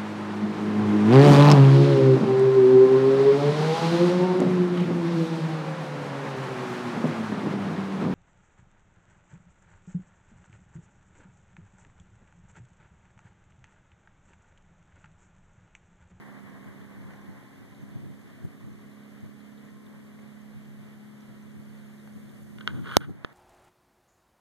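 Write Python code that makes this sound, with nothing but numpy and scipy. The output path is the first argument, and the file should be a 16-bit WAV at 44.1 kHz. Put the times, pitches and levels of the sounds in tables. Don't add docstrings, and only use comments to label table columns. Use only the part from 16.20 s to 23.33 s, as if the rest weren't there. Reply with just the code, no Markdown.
import sys
import numpy as np
from scipy import signal
from scipy.fft import rfft, irfft, next_fast_len
from scipy.io import wavfile
from scipy.ndimage import uniform_filter1d

SR = 44100
rng = np.random.default_rng(int(sys.argv[2]) if len(sys.argv) > 2 else 0)


def wav_record(signal):
    frames = np.transpose(np.atleast_2d(signal))
    bounded = np.clip(frames, -1, 1)
    quanta = np.round(bounded * 32767).astype(np.int16)
    wavfile.write(sys.argv[1], SR, quanta)


N = 314433

# frequency in Hz, correlation from -1 to 1.
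LIKENESS = [(200, 1), (500, 0.66), (1000, -0.087), (1700, -0.51), (2500, 0.49), (4000, -0.14)]


def from_db(db):
    return 10 ** (np.asarray(db) / 20)


def rms_one(x):
    return x / np.sqrt(np.mean(x ** 2) + 1e-20)


def seconds():
    return np.arange(N) / SR


def crossing(middle_s, length_s):
    return .5 + .5 * np.tanh((seconds() - middle_s) / length_s)


def swell(middle_s, half_length_s):
    return np.exp(-np.minimum(((seconds() - middle_s) / half_length_s) ** 2, 50))


def drift(rate_hz):
    r = np.exp(-200 * np.pi * rate_hz / SR)
    slow = signal.lfilter([1], [1, -2 * r, r * r], rng.standard_normal(N // 100 + 2002))[2000:]
    return np.interp(np.arange(N) / 100, np.arange(len(slow)), rms_one(slow))


def at_bins(points):
    hz, value = np.transpose(points)
    return np.interp(np.log(np.fft.rfftfreq(next_fast_len(N), 1 / SR) + 1), np.log(hz), value)


def noise(colour, likeness):
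    size = next_fast_len(N)
    common, apart = rfft(rng.standard_normal((2, size)))
    ports = np.sqrt(1 + likeness) * common + np.sqrt(1 - likeness) * apart * [[1], [-1]]
    return irfft(ports * from_db(at_bins(colour)), size)[:, :N] * np.sqrt(SR) / 2


def grains(per_s, spread_db):
    sizes = from_db(spread_db * np.minimum(rng.exponential(1, N), 4)) * rng.choice([-1, 1], N)
    return rms_one(sizes * (rng.random(N) < per_s / SR))


def ring(force, hz, t60):
    r, w = from_db(-60 / (t60 * SR)), 2 * np.pi * hz / SR
    return signal.lfilter([0, np.sin(w)], [1, -2 * r * np.cos(w), r * r], force + 1e-18)


def tone(cycles, db, skew):
    return np.sqrt(2) * from_db(db) * np.sin(2 * np.pi * cycles + skew * np.array([[-.5], [.5]]))


def crank_hz(idle_hz=202.4, working_hz=211.2, pickup_s=1.2, settle_s=0.88):
    still_idle = np.exp(-np.maximum(seconds() - pickup_s, 0) / settle_s)
    return (working_hz + (idle_hz - working_hz) * still_idle) / 6


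def engine(drone_db=-48, rise_db_per_s=0.77, waver_db=0.5, fade_db=2.5, wander=0.75):
    # centre in seconds, depth in dB, half length in seconds.
    dips = [(1.4, 9, 0.18), (2.196, 9.5, 0.24), (6.226, 4, 0.15), (7.05, 14.5, 0.35)]
    # multiple of the crank rate, early and late
    # level in dB, early and late phase between the ports in radians.
    orders = [(4, -59, -54, 0.17, 1.4), (5, -109, -71, .6, 0.73), (7, -62.5, -58, 0.16, 0.28),
              (8, -57.5, -73.5, 0.1, 3.7), (10, -73.5, -68.5, 0.19, .7), (12, -72, -77.5, 0.3, 0.39),
              (16, -81, -75.5, 0.59, 0.6)]
    dip_db = sum(depth_db * swell(s, half_length) for s, depth_db, half_length in dips)
    lead_db = drone_db + rise_db_per_s * seconds() - dip_db + waver_db * drift(6)
    partials = [(6, lead_db, 0.45)]
    dulling = crossing(middle_s=4.1, length_s=0.56)
    for order, early_db, late_db, early_skew, late_skew in orders:
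        db = early_db + (late_db - early_db) * dulling + fade_db * drift(0.25)
        partials.append((order, db, early_skew + (late_skew - early_skew) * dulling))
    turns = np.cumsum(crank_hz()) / SR
    return sum(tone(order * turns, db, skew * (1 + wander * drift(0.63))) for order, db, skew in partials)


def rush_gain_db(start_db=3, drop_db=5, ebb_db_per_s=1.5):
    return start_db - drop_db * crossing(middle_s=1.26, length_s=0.13) - ebb_db_per_s * seconds()


def rush(flutter_db=2.0):
    # frequency in Hz, density in dB ahead of the fader.
    colour = [(150, -79.5), (300, -83), (500, -93), (750, -94.5), (950, -99), (1020, -90), (1130, -93),
              (1350, -100), (1620, -90.5), (2000, -92), (2400, -103), (3500, -114), (6000, -130)]
    return from_db(rush_gain_db() + flutter_db * drift(17)) * noise(colour, at_bins(LIKENESS))


def whine(trim_db=-69.5, centre_hz=1040, spread_hz=120, fade_db=7.5):
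    hz = crank_hz()
    turns, out = np.cumsum(hz) / SR, 0
    for order in range(14, 50):
        off_centre = (order * hz.mean() - centre_hz) / spread_hz
        gain = from_db(fade_db * drift(0.85)) / np.hypot(1, off_centre)
        out = out + gain * np.sin(2 * np.pi * order * turns + 2 * drift(1))
    return from_db(rush_gain_db() + trim_db) * rms_one(out)


def wind(trim_db=-3.5, breeze_db=-55.5, rise_db_per_s=0.3, swing_db=3, wake_db=-11.5, wake_stretch=2.8):
    # centre in seconds, gain in dB, length in seconds.
    puffs = [(0.48, -45, 0.029), (0.62, -44.5, 0.026), (0.837, -44, 0.17), (1.096, -41, 0.053),
             (1.413, -41, 0.02), (1.634, -34, 0.012), (1.765, -34, 0.018), (1.85, -38, 0.082),
             (2.252, -28, 0.011), (2.476, -38.5, 0.065), (3.047, -37.5, 0.039), (4.368, -45, 0.03),
             (5.11, -46, 0.05), (5.387, -42, 0.057), (5.965, -37.5, 0.018), (6.362, -38.5, 0.011),
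             (6.577, -30, 0.095), (6.809, -24, 0.019), (6.899, -22, 0.023)]
    # frequency in Hz, relative density in dB.
    colour = [(45, -49), (85, -23), (140, -21), (220, -28), (320, -32.5), (500, -52), (900, -59),
              (2000, -81)]
    power = from_db(breeze_db + rise_db_per_s * seconds() + swing_db * drift(2.3)) ** 2
    for s, db, length in puffs:
        puff = swell(s, length / np.sqrt(np.e))
        wake = from_db(wake_db) ** 2 * swell(s, length * wake_stretch)
        power += from_db(db) ** 2 * (puff + wake)
    return from_db(trim_db) * np.sqrt(power) * noise(colour, likeness=0)


def knock(start_s=6.7685, pulse_db=8.5, pulse_s=0.000601, leak_hz=85, right_db=-13):
    # frequency in Hz, level in dB, time to fall 60 dB in seconds.
    modes = [(3850, 8.5, 0.002), (5150, 1, 0.0049), (12670, -2, 0.0019)]
    pulse = -from_db(pulse_db) * np.sin(np.pi * np.clip((seconds() - start_s) / pulse_s, 0, 1))
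    swing = signal.sosfilt(signal.butter(4, leak_hz, "high", fs=SR, output="sos"), pulse + 1e-18)
    click = np.zeros(N)
    click[round(start_s * SR)] = -1
    crack = sum(from_db(db) * ring(click, hz, t60) for hz, db, t60 in modes)
    return np.array([swing + crack, from_db(right_db) * crack])


def case(force, low_cut_hz=1050, ring_share=1, shift_hz=0):
    # frequency in Hz, gain in dB, time to fall 60 dB in seconds.
    modes = [(417, -6, 0.024), (1170, -25, 0.0033), (1495, -7.5, 0.016), (2100, -7.5, 0.0045),
             (2940, -13.5, 0.015), (3200, -18, 0.016), (11800, -20.5, 0.0034)]
    ringing = sum(from_db(db) * ring(force, hz + shift_hz, t60 * ring_share) for hz, db, t60 in modes)
    return signal.sosfilt(signal.butter(2, low_cut_hz, "high", fs=SR, output="sos"), ringing)


def ticks(grit=0.61, slip_s=0.0004, thud_hz=800):
    # start in seconds, force in dB, contact time in seconds, left port gain in dB,
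    # thud gain in dB, brightness in Hz, shift of the case's modes at that spot in Hz.
    contacts = [(6.385, -22, 0.00039, -30, -12, 5000, 0), (6.406, -18.5, 0.0023, -22, 1, 3600, -3),
                (6.4756, -5.5, 0.0000034, -60, -27, 6300, -16), (6.893, -20, 0.0022, -15, 32, 480, 3),
                (7.0466, -12.5, 0.00066, -34, 31, 3300, 226)]
    out, age = np.zeros((2, N)), np.arange(SR // 20) / SR
    for s, db, length, left_db, thud_db, bright_hz, shift_hz in contacts:
        slip_share = length / (length + slip_s)
        touch = rng.standard_normal(len(age)) * age * np.exp(-age / length)
        touch *= grit * np.sqrt(slip_share) / np.linalg.norm(touch)
        touch[0] += (1 - slip_share) ** 2
        softened = signal.lfilter(*signal.butter(2, bright_hz, fs=SR), touch)
        force, start = np.zeros(N), round(s * SR)
        force[start:start + len(age)] = from_db(db) * softened
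        thud = signal.lfilter(*signal.butter(1, thud_hz, fs=SR), force + 1e-18)
        out += (case(force, shift_hz=shift_hz) + from_db(thud_db) * thud) * from_db([[left_db], [0]])
    return out


def stroke(start, length, attack_share=0.64, release_db_per_s=550):
    age = seconds() - start
    attack = np.clip(age / (attack_share * length), 0, 1)
    return attack * from_db(-release_db_per_s * np.clip(age - length, 0, .5))


def slide(trim_db=2.0, left_db=-16, skin_db=-32, smooth_db=-5, soft_hz=1000):
    # start in seconds, length in seconds, gain in dB.
    strokes = [(6.361, 0.08, -62), (6.463, 0.033, -45), (6.488, 0.11, -56.5), (6.619, 0.14, -40.5),
               (6.799, 0.014, -42.5), (6.813, 0.033, -46)]
    pressure = sum(from_db(db) * stroke(start, length) for start, length, db in strokes)
    friction = grains(per_s=1100, spread_db=1.0) + from_db(smooth_db) * rng.standard_normal((2, N))
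    force = signal.lfilter(*signal.butter(1, soft_hz, fs=SR), friction)
    rub = rms_one(case(force, ring_share=0.56)) + from_db(skin_db) * friction
    return from_db(trim_db) * pressure * rub * from_db([[left_db], [0]])


def brush():
    # centre in seconds, gain in dB, half length in seconds.
    grips = [(6.253, -77, 1), (6.776, -68, 0.081)]
    # frequency in Hz, relative density in dB.
    colour = [(2000, -59), (5000, -39), (9000, -33.5), (14000, -38)]
    envelope = sum(from_db(db) * swell(s, half_length) for s, db, half_length in grips)
    return envelope * noise(colour, likeness=0)


def pecks():
    # start in seconds, gain in dB, rise time in seconds.
    snips = [(0.904, -53.5, 0.0047), (0.933, -54, .004), (2.243, -62, .003), (3.483, -59, 0.004),
             (3.987, -55, 0.003), (5.873, -48, 0.0016)]
    # frequency in Hz, relative density in dB.
    colour = [(200, -38), (450, -30), (900, -40), (1700, -34.5), (2400, -36), (3500, -53), (6000, -59),
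              (12000, -63)]
    envelope = 0
    for s, db, rise in snips:
        age = np.clip((seconds() - s) / rise, 0, 50)
        envelope = envelope + from_db(db) * age * np.exp(1 - age)
    return envelope * noise(colour, likeness=0.53)


def rustle():
    # centre in seconds, gain in dB, half length in seconds.
    moves = [(0.142, -11.5, 0.098), (0.911, -11.5, 0.051), (3.726, -15, 0.077), (5.677, -28, 0.11),
             (7.085, -5.5, 0.22)]
    # frequency in Hz, relative density in dB.
    colour = [(150, -100), (500, -79), (1000, -79.5), (1800, -78.5), (3500, -101), (8000, -118)]
    envelope = sum(from_db(db) * swell(s, half_length) for s, db, half_length in moves)
    return envelope * noise(colour, at_bins(LIKENESS))


def grass(crackle_db=-85.5, low_hz=3100, high_hz=7000, t60_s=0.009):
    # centre in seconds, boost in dB, half length in seconds.
    steps = [(5.05, 10, .05), (5.663, 10, 0.13)]
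    # start in seconds, level in dB, pitch in Hz.
    snaps = [(1.2, -59, 3300), (1.548, -58, 3700), (1.691, -69, 5800), (2.529, -64, 6150),
             (3.506, -65, 6300), (3.666, -56, 3580), (4.452, -57, 3100), (5.225, -60, 6050),
             (5.647, -57, 3150), (5.935, -63, 6140), (6.094, -58, 3620), (6.224, -60, 11000)]
    pitches = np.geomspace(low_hz, high_hz, 10)
    crackle = sum(ring(grains(per_s=25, spread_db=6.0), hz, t60_s) for hz in pitches)
    boost_db = sum(db * swell(s, half_length) for s, db, half_length in steps)
    out = from_db(crackle_db + boost_db) * rms_one(crackle)
    for s, db, hz in snaps:
        click = np.zeros(N)
        click[round(s * SR)] = from_db(db)
        out += ring(click, hz, t60_s)
    return out


def hum(motor_hz=92.7, fade_db=4.0):
    # multiple of the motor's rate, level in dB.
    orders = [(2, -68.5), (4, -76.5), (5, -78)]
    turns = motor_hz * seconds()
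    return sum(tone(order * turns, db + fade_db * drift(0.6), skew=0.59) for order, db in orders)


def rumble(waver_db=0.8):
    # frequency in Hz, density in dB.
    colour = [(20, -100), (45, -105), (85, -80), (125, -70.5), (200, -78.5), (300, -85.5), (450, -91),
              (600, -92), (900, -99), (1800, -93.5), (2400, -99), (3500, -105.2), (5500, -120),
              (12000, -125)]
    return from_db(-waver_db * drift(8.6)) * noise(colour, at_bins(LIKENESS))


def capsule_hiss():
    # frequency in Hz, density in dB.
    colour = [(45, -102), (90, -88), (150, -93.5), (300, -86.5), (700, -105), (2000, -112), (6000, -116),
              (13000, -117)]
    return noise(colour, likeness=0)


def scene():
    machine = engine() + whine() + rush()
    outdoors = rumble() + wind() + hum()
    hawk = rustle() + pecks() + grass()
    handling = brush() + ticks() + slide() + knock()
    return machine + outdoors + hawk + handling + capsule_hiss()


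def gain_control(x, threshold_db=-16, release_db_per_s=5, attack_s=0.004):
    power = uniform_filter1d(np.mean(x ** 2, axis=0), size=256)
    over_db = np.maximum(10 * np.log10(np.abs(power) + 1e-12) - threshold_db, 0)
    release_db = release_db_per_s * seconds()
    held_db = np.maximum.accumulate(over_db + release_db) - release_db
    delayed_db = np.interp(seconds() - attack_s, seconds(), held_db)
    r = np.exp(-1 / (attack_s * SR))
    duck_db = signal.lfilter([1 - r], [1, -r], delayed_db)
    return x * from_db(-duck_db)


def record(dry, lag_samples=17, clip_level=0.85, cutoff_hz=14000):
    # frequency in Hz, density in dB.
    preamp_colour = [(40, -105), (300, -118), (1000, -125), (2700, -122), (4500, -112), (7000, -110.5),
                     (13000, -112)]
    other_port = np.pad(dry[::-1], ((0, 0), (lag_samples, 0)))[:, :N]
    wide = dry - other_port + noise(preamp_colour, likeness=0)
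    ducked = gain_control(np.clip(wide, -clip_level, clip_level))
    return signal.sosfilt(signal.ellip(10, .1, 80, cutoff_hz, fs=SR, output="sos"), ducked)


dry = scene()
out = record(dry)
wav_record(out)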